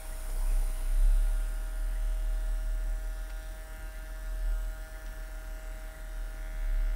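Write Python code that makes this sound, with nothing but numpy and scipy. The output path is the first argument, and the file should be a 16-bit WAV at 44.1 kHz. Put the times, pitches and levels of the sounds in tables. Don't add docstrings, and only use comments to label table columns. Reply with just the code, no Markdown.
import sys
import numpy as np
from scipy import signal
from scipy.io import wavfile
from scipy.ndimage import uniform_filter1d

SR = 44100
rng = np.random.default_rng(int(sys.argv[2]) if len(sys.argv) > 2 else 0)


def gain_from_db(level_db):
    decades = np.asarray(level_db, float) / 20
    return 10 ** decades


def store_wav(level_fs):
    pcm = np.round(np.clip(np.atleast_2d(level_fs), -1, 1) * 32767)
    wavfile.write(sys.argv[1], SR, pcm.T.astype(np.int16))


N = 306495

# time in seconds, speed in turns per second.
SHAFT_SPEED = [(0.0, 83.3), (0.62, 78.23), (1.24, 64.67), (1.74, 47.53), (2.11, 40.49), (2.73, 33.16),
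               (3.23, 35.24), (3.35, 31.98), (3.6, 33.38), (4.1, 28.82), (4.34, 30.91), (4.59, 31.1),
               (4.96, 29.18), (5.21, 26.35), (5.58, 24.61), (6.33, 23.03), (6.58, 15.22), (6.95, 11.26)]
# multiple, level in dB relative to the buzz level.
BUZZ_MULTIPLES = [(1, -15), (2, -18), (3, -16.5), (4, -1), (5, -7.5), (6, -14), (7, -20), (8, -11.5),
                  (9, -1), (10, -6), (11, -3), (12, -9), (13, -9), (14, -13.5), (15, -22.5), (16, -29),
                  (17, -17.5), (18, -18), (19, -21), (20, -25), (21, -18.5), (22, -28.5), (23, -19),
                  (24, -21.5)]
# frequency in Hz, level in dB before the shell's coloration.
BUZZ_TREBLE = [(3900, -77), (4600, -95), (5500, -77.5), (6300, -84.5), (6900, -90), (7900, -76),
               (9000, -83.5), (10000, -82), (11500, -86), (12900, -82), (13600, -94), (14600, -84),
               (15600, -80.5)]
# time in seconds,
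# gain in dB near 1.4 kHz, near 1.7 kHz and near 2.1 kHz, gain of the slot ripple in dB.
SHELL_GAINS = [(0, -5, -18, -9, -5), (.7, -7.5, -21, -3, -3), (1.3, -1.5, -5, -14, 0.5),
               (2, -5.5, -4, -5.5, -4), (3.3, -3.5, -1, -10.5, -9), (3.8, -8, 1, -3.5, -2),
               (4.3, -6, -1, -12, -3), (4.8, -3, -0.5, -8.5, -3), (6.2, -5.5, -4.5, -2.5, -4),
               (6.4, -3.5, -2, 1, -3), (6.95, -4, -3, 1, -4.5)]
# frequency in Hz, level in dB before speed and shell act.
SLOT_RIPPLE = [(500, -84), (1000, -78), (1300, -73), (1420, -65), (1520, -66), (1650, -71), (1800, -71),
               (2100, -73), (2300, -79), (2600, -90), (3500, -95)]
# frequency in Hz, relative density in dB per Hz.
RATTLE_SPECTRUM = [(900, -3), (1500, 18), (2200, -3), (3000, -1), (8000, -17), (15500, 0)]
# frequency in Hz, nominal width in Hz,
# relative gain in dB under the scrape, relative gain in dB under the tick.
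BRUSH_RESONANCES = [(5150, 960, -4.5, -8), (7530, 2000, -5, -14), (8990, 1640, 2, -10), (9700, 1430, 2, -8),
                    (12020, 650, 1.5, -4), (13600, 1100, -31, -27)]
# time in seconds, level in dB.
TICK_LEVEL = [(0, -80), (.9, -70), (1.5, -65.5), (2.2, -66), (5, -67.5), (6.2, -68.5), (6.95, -86)]
# frequency in Hz, relative density in dB per Hz.
ROLL_SPECTRUM = [(100, 7.5), (250, -6.5), (500, -0.5), (900, 2.5), (1500, -9.5), (2500, -7), (3500, -13),
                 (7000, -18), (15500, -11)]
# time in seconds, frequency in Hz, rms level in dB.
DRONE_GLIDE = [(0.0, 34.88, -72.8), (0.09, 31.34, -38.8), (0.56, 33.23, -24.4), (0.77, 30.87, -33.7),
               (1.05, 34.21, -20.3), (1.59, 37.34, -33.8), (2.11, 37.59, -28.9), (2.95, 38.28, -30.9),
               (3.0, 39.48, -33.5), (3.64, 41.97, -42.1), (4.14, 41.11, -40.3), (4.53, 38.2, -27.9),
               (4.91, 42.88, -45.2), (5.11, 40.93, -39.9), (5.85, 38.78, -38.6), (5.9, 39.97, -48.3),
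               (6.21, 37.59, -33.8), (6.39, 38.66, -38.9), (6.74, 34.87, -27.9), (6.95, 37.19, -30.0)]
# frequency of the partial in Hz, rms level in dB.
DRONE_OCTAVE = [(60, -52), (66, -54.5), (70, -62), (74, -72), (77, -66.5), (84, -65.5)]
# time in seconds, frequency in Hz, rms level in dB.
UNDER_HUM = [(0.0, 34.44, -41.5), (1.0, 32.99, -76.1), (1.7, 33.45, -46.8), (3.0, 32.92, -45.2),
             (4.0, 34.06, -51.0), (5.0, 34.09, -45.9), (6.0, 32.96, -54.9), (6.95, 34.24, -46.1)]
# frequency in Hz, rms level in dB.
THIN_TONES = [(60, -80), (299.7, -67.5), (12932, -73)]
# frequency in Hz, relative density in dB per Hz.
HISS_SPECTRUM = [(29, -18.5), (50, 2), (68, -9.5), (91, -14.5), (128, -17.5), (304, -22), (568, -25.5),
                 (625, -24.5), (705, -27.5), (776, -26.5), (1040, -30), (1420, -22.5), (2520, -33),
                 (15700, -39)]
# start in seconds, peak in dB, middle frequency in Hz, decay time in ms.
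RAIL_KNOCKS = [(.045, -49, 600, 9), (.125, -51, 1200, 9), (.285, -48, 950, 14), (.299, -45, 6300, 3),
               (.36, -47, 450, 9), (.512, -45, 500, 9), (.516, -51, 1400, 9), (.69, -50, 600, 9),
               (3.293, -46, 1400, 10), (3.296, -46, 3200, 8), (5.061, -47, 5000, 3), (5.061, -52, 2500, 4),
               (5.076, -49, 3200, 4)]
# start in seconds, level in dB of the lower ring, level in dB of the upper ring.
PIP_TIMES = [(.118, -51, -54), (.95, -55, -66), (1.95, -53.5, -62), (3.935, -53.5, -65), (4.935, -59, -54),
             (5.936, -52, -54)]

CHOP_HZ, SLOTS = 158.346, 5


def evened(x):
    return x / np.sqrt(np.mean(x ** 2) + 1e-20)


def read(points, hz):
    f, value = np.transpose(points)
    return np.interp(np.log(hz + 1), np.log(f + 1), value)


def curves(rows, step=1):
    s, *columns = np.transpose(rows)
    return [np.interp(np.arange(0, N, step) / SR, s, c) for c in columns]


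def slow(count, width):
    x = rng.standard_normal((count, N // 256 + 401))
    for _ in range(2):
        x = uniform_filter1d(x, width)
    return evened(x[:, 200:-200])


def fine(x):
    return np.interp(np.arange(N) / 256, np.arange(len(x)), x)


def resonate(x, hz, width):
    b, a = signal.iirpeak(hz, hz / width, SR)
    return signal.lfilter(b, a, signal.lfilter(b, a, x))


def noise(points, patchy_db):
    real, imaginary, patches = rng.standard_normal((N // 512 + 5, 1025, 3)).T
    patches = uniform_filter1d(patches, size=20, axis=0)
    patches = evened(uniform_filter1d(patches, size=6, axis=1))
    shape_db = read(points, np.fft.rfftfreq(2048, 1 / SR))[:, None]
    spectra = (real + 1j * imaginary) * gain_from_db(shape_db + patchy_db * patches)
    return evened(signal.istft(spectra, nperseg=2048, noverlap=1536)[1][:N])


def since(cycles):
    sample = np.arange(N)
    passed = np.diff(np.floor(cycles), prepend=0) > 0
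    return sample - np.maximum.accumulate(sample * passed)


def shell_db(hz, low_db, middle_db, high_db):
    low = low_db * np.exp(-((hz - 1400) / 150) ** 2)
    middle = middle_db * np.exp(-((hz - 1680) / 170) ** 2)
    high = high_db * np.exp(-((hz - 2150) / 330) ** 2)
    return low + middle + high


def motor_buzz(speed, turns):
    buzz_db = -56.5
    lag_s, lag_from_hz = .005, 1800
    count = int(15700 / CHOP_HZ)
    chop = 2 * np.pi * CHOP_HZ * np.arange(N) / SR
    *formants_db, ripple_db = curves(SHELL_GAINS, step=256)
    high_db = formants_db[-1]
    coarse_speed = speed[::256]
    echo = uniform_filter1d(slow(count=2 * count, width=41), size=2, axis=0)
    scatter, out = rng.standard_normal(count), np.zeros(N)
    for k in range(1, count + 1):
        hz = k * CHOP_HZ
        is_low = k <= len(BUZZ_MULTIPLES)
        db = buzz_db + (BUZZ_MULTIPLES[k - 1][1] if is_low else read(BUZZ_TREBLE, hz) - buzz_db)
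        wet = np.clip((hz / 4500) ** 3, .01, .75)
        path = np.sqrt(1 - wet) + np.sqrt(wet) * (echo[k - 1] + 1j * echo[-k])
        level = gain_from_db(db + shell_db(hz, *formants_db)) * path
        spread = .35 if 1700 < hz < 2500 else 1.1 if hz < 1700 else .7
        phase = k * chop + spread * scatter[k - 1]
        phase += np.pi * lag_s * max(lag_from_hz - hz, 0) ** 2 / lag_from_hz
        out += fine(level.real) * np.cos(phase) - fine(level.imag) * np.sin(phase)
        if not is_low:
            continue
        for side, side_db in ((1, 0), (-1, -coarse_speed / 9)):
            side_hz = abs(hz + side * SLOTS * coarse_speed)
            tone_db = read(SLOT_RIPPLE, side_hz) + side_db + ripple_db + .5 * high_db * (side_hz > 1750)
            out += fine(gain_from_db(tone_db)) * np.cos(phase + side * SLOTS * 2 * np.pi * turns)
    return np.sqrt(2) * out


def rattle():
    pulse_part = CHOP_HZ * np.arange(N) / SR % 1
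    gate = np.exp(-pulse_part / 0.5)
    high_db = curves(SHELL_GAINS, step=256)[2]
    return gain_from_db(-69.5 + .5 * fine(high_db)) * evened(gate) * noise(RATTLE_SPECTRUM, patchy_db=0.0)


def brush_scrape(speed, turns):
    level_db = -56.5 + 7.5 * np.log2(speed / 80)
    level_db += 1.5 * np.exp(-((np.arange(N) / SR - 0.59) / 0.21) ** 2)
    from_gap = since(SLOTS * turns)
    segment = .3 + np.exp(-from_gap / (.0009 * SR))
    once_a_turn = 1 + 0.12 * np.cos(2 * np.pi * (turns - .3))
    snap = 1.2 * (from_gap == 0)
    scrape = segment * once_a_turn * (rng.standard_normal(N) + snap)
    rung = sum(gain_from_db(db) * resonate(scrape, hz, width) for hz, width, db, _ in BRUSH_RESONANCES)
    return gain_from_db(level_db) * evened(rung)


def brush_tick(turns):
    spring_hz, spring_size = 8910, 0.97
    level_db, = curves(TICK_LEVEL)
    size_db = 0.31 * rng.standard_normal(int(turns[-1]) + 1)[turns.astype(int)]
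    ring = spring_size * np.cos(2 * np.pi * spring_hz * since(turns + 0.16) / SR)
    burst = np.exp(-(since(turns + 0.17) / SR / 0.0017 - 2.2) ** 2)
    tick = gain_from_db(size_db) * burst * (rng.standard_normal(N) + ring)
    rung = sum(gain_from_db(db) * resonate(tick, hz, 0.98 * width) for hz, width, _, db in BRUSH_RESONANCES)
    return gain_from_db(level_db) * evened(rung)


def rolling(speed):
    bumps = (rng.random(N) < speed / 2 / SR) * rng.random(N)
    decay = np.exp(-np.arange(1500) / (0.006 * SR))
    clatter = 1 + 0.5 * signal.oaconvolve(bumps, decay)[:N]
    level_db = -52.5 + 9.5 * np.log2(speed / 80)
    return gain_from_db(level_db) * evened(clatter) * noise(ROLL_SPECTRUM, patchy_db=3.0)


def drone():
    (hz, db), (under_hz, under_db) = curves(DRONE_GLIDE), curves(UNDER_HUM)
    phase = 2 * np.pi * np.cumsum(hz) / SR
    octave_db = read(DRONE_OCTAVE, 2 * hz) + 1.1 * fine(slow(count=1, width=9)[0])
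    partials = gain_from_db(db) * np.sin(phase) + gain_from_db(octave_db) * np.sin(2 * phase)
    under = gain_from_db(under_db) * np.sin(2 * np.pi * np.cumsum(under_hz) / SR)
    return np.sqrt(2) * (partials + under)


def rumble():
    return gain_from_db(-56.0) * evened(resonate(rng.standard_normal(N), hz=35.0, width=7.0))


def thin_tones():
    t = np.arange(N) / SR
    return np.sqrt(2) * sum(gain_from_db(db) * np.sin(2 * np.pi * hz * t) for hz, db in THIN_TONES)


def hiss():
    return gain_from_db(-53) * noise(HISS_SPECTRUM, patchy_db=1.4)


def rail_knocks():
    t, out = np.arange(3000) / SR, np.zeros(N)
    for s, db, hz, ms in RAIL_KNOCKS:
        b, a = signal.butter(2, [hz / 2.58, hz * 1.48], "band", fs=SR)
        grit = signal.lfilter(b, a, rng.standard_normal(len(t)))
        knock = grit * (1 - np.exp(-t / 0.0053)) * np.exp(-1000 * t / ms)
        out[round(s * SR):][:len(t)] += gain_from_db(db) * knock / abs(knock).max()
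    return out


def pips():
    t, out = np.arange(3000) / SR, np.zeros(N)
    for s, *levels_db in PIP_TIMES:
        for db, hz, late in zip(levels_db, (1934, 2050), (.012, .024)):
            swell = np.exp(-((t - late) / 0.0075) ** 2)
            out[round(s * SR):][:len(t)] += gain_from_db(db) * swell * np.sin(2 * np.pi * (hz * t + rng.random()))
    return out


def scene():
    speed, = curves(SHAFT_SPEED)
    turns = .765 + np.cumsum(speed) / SR
    engine = motor_buzz(speed, turns) + rattle() + brush_scrape(speed, turns) + brush_tick(turns)
    wheels = rolling(speed) + rail_knocks()
    background = drone() + rumble() + thin_tones() + hiss()
    return (engine + wheels + background + pips())[None]


def low_pass(x):
    return signal.sosfilt(signal.butter(12, 16310, fs=SR, output="sos"), x)


def record(dry):
    edge = signal.firwin(1023, 15740, window=("kaiser", 9), fs=SR)
    limited = signal.oaconvolve(dry, edge[None], "same")
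    return low_pass(limited)


dry = scene()
out = record(dry)
store_wav(out)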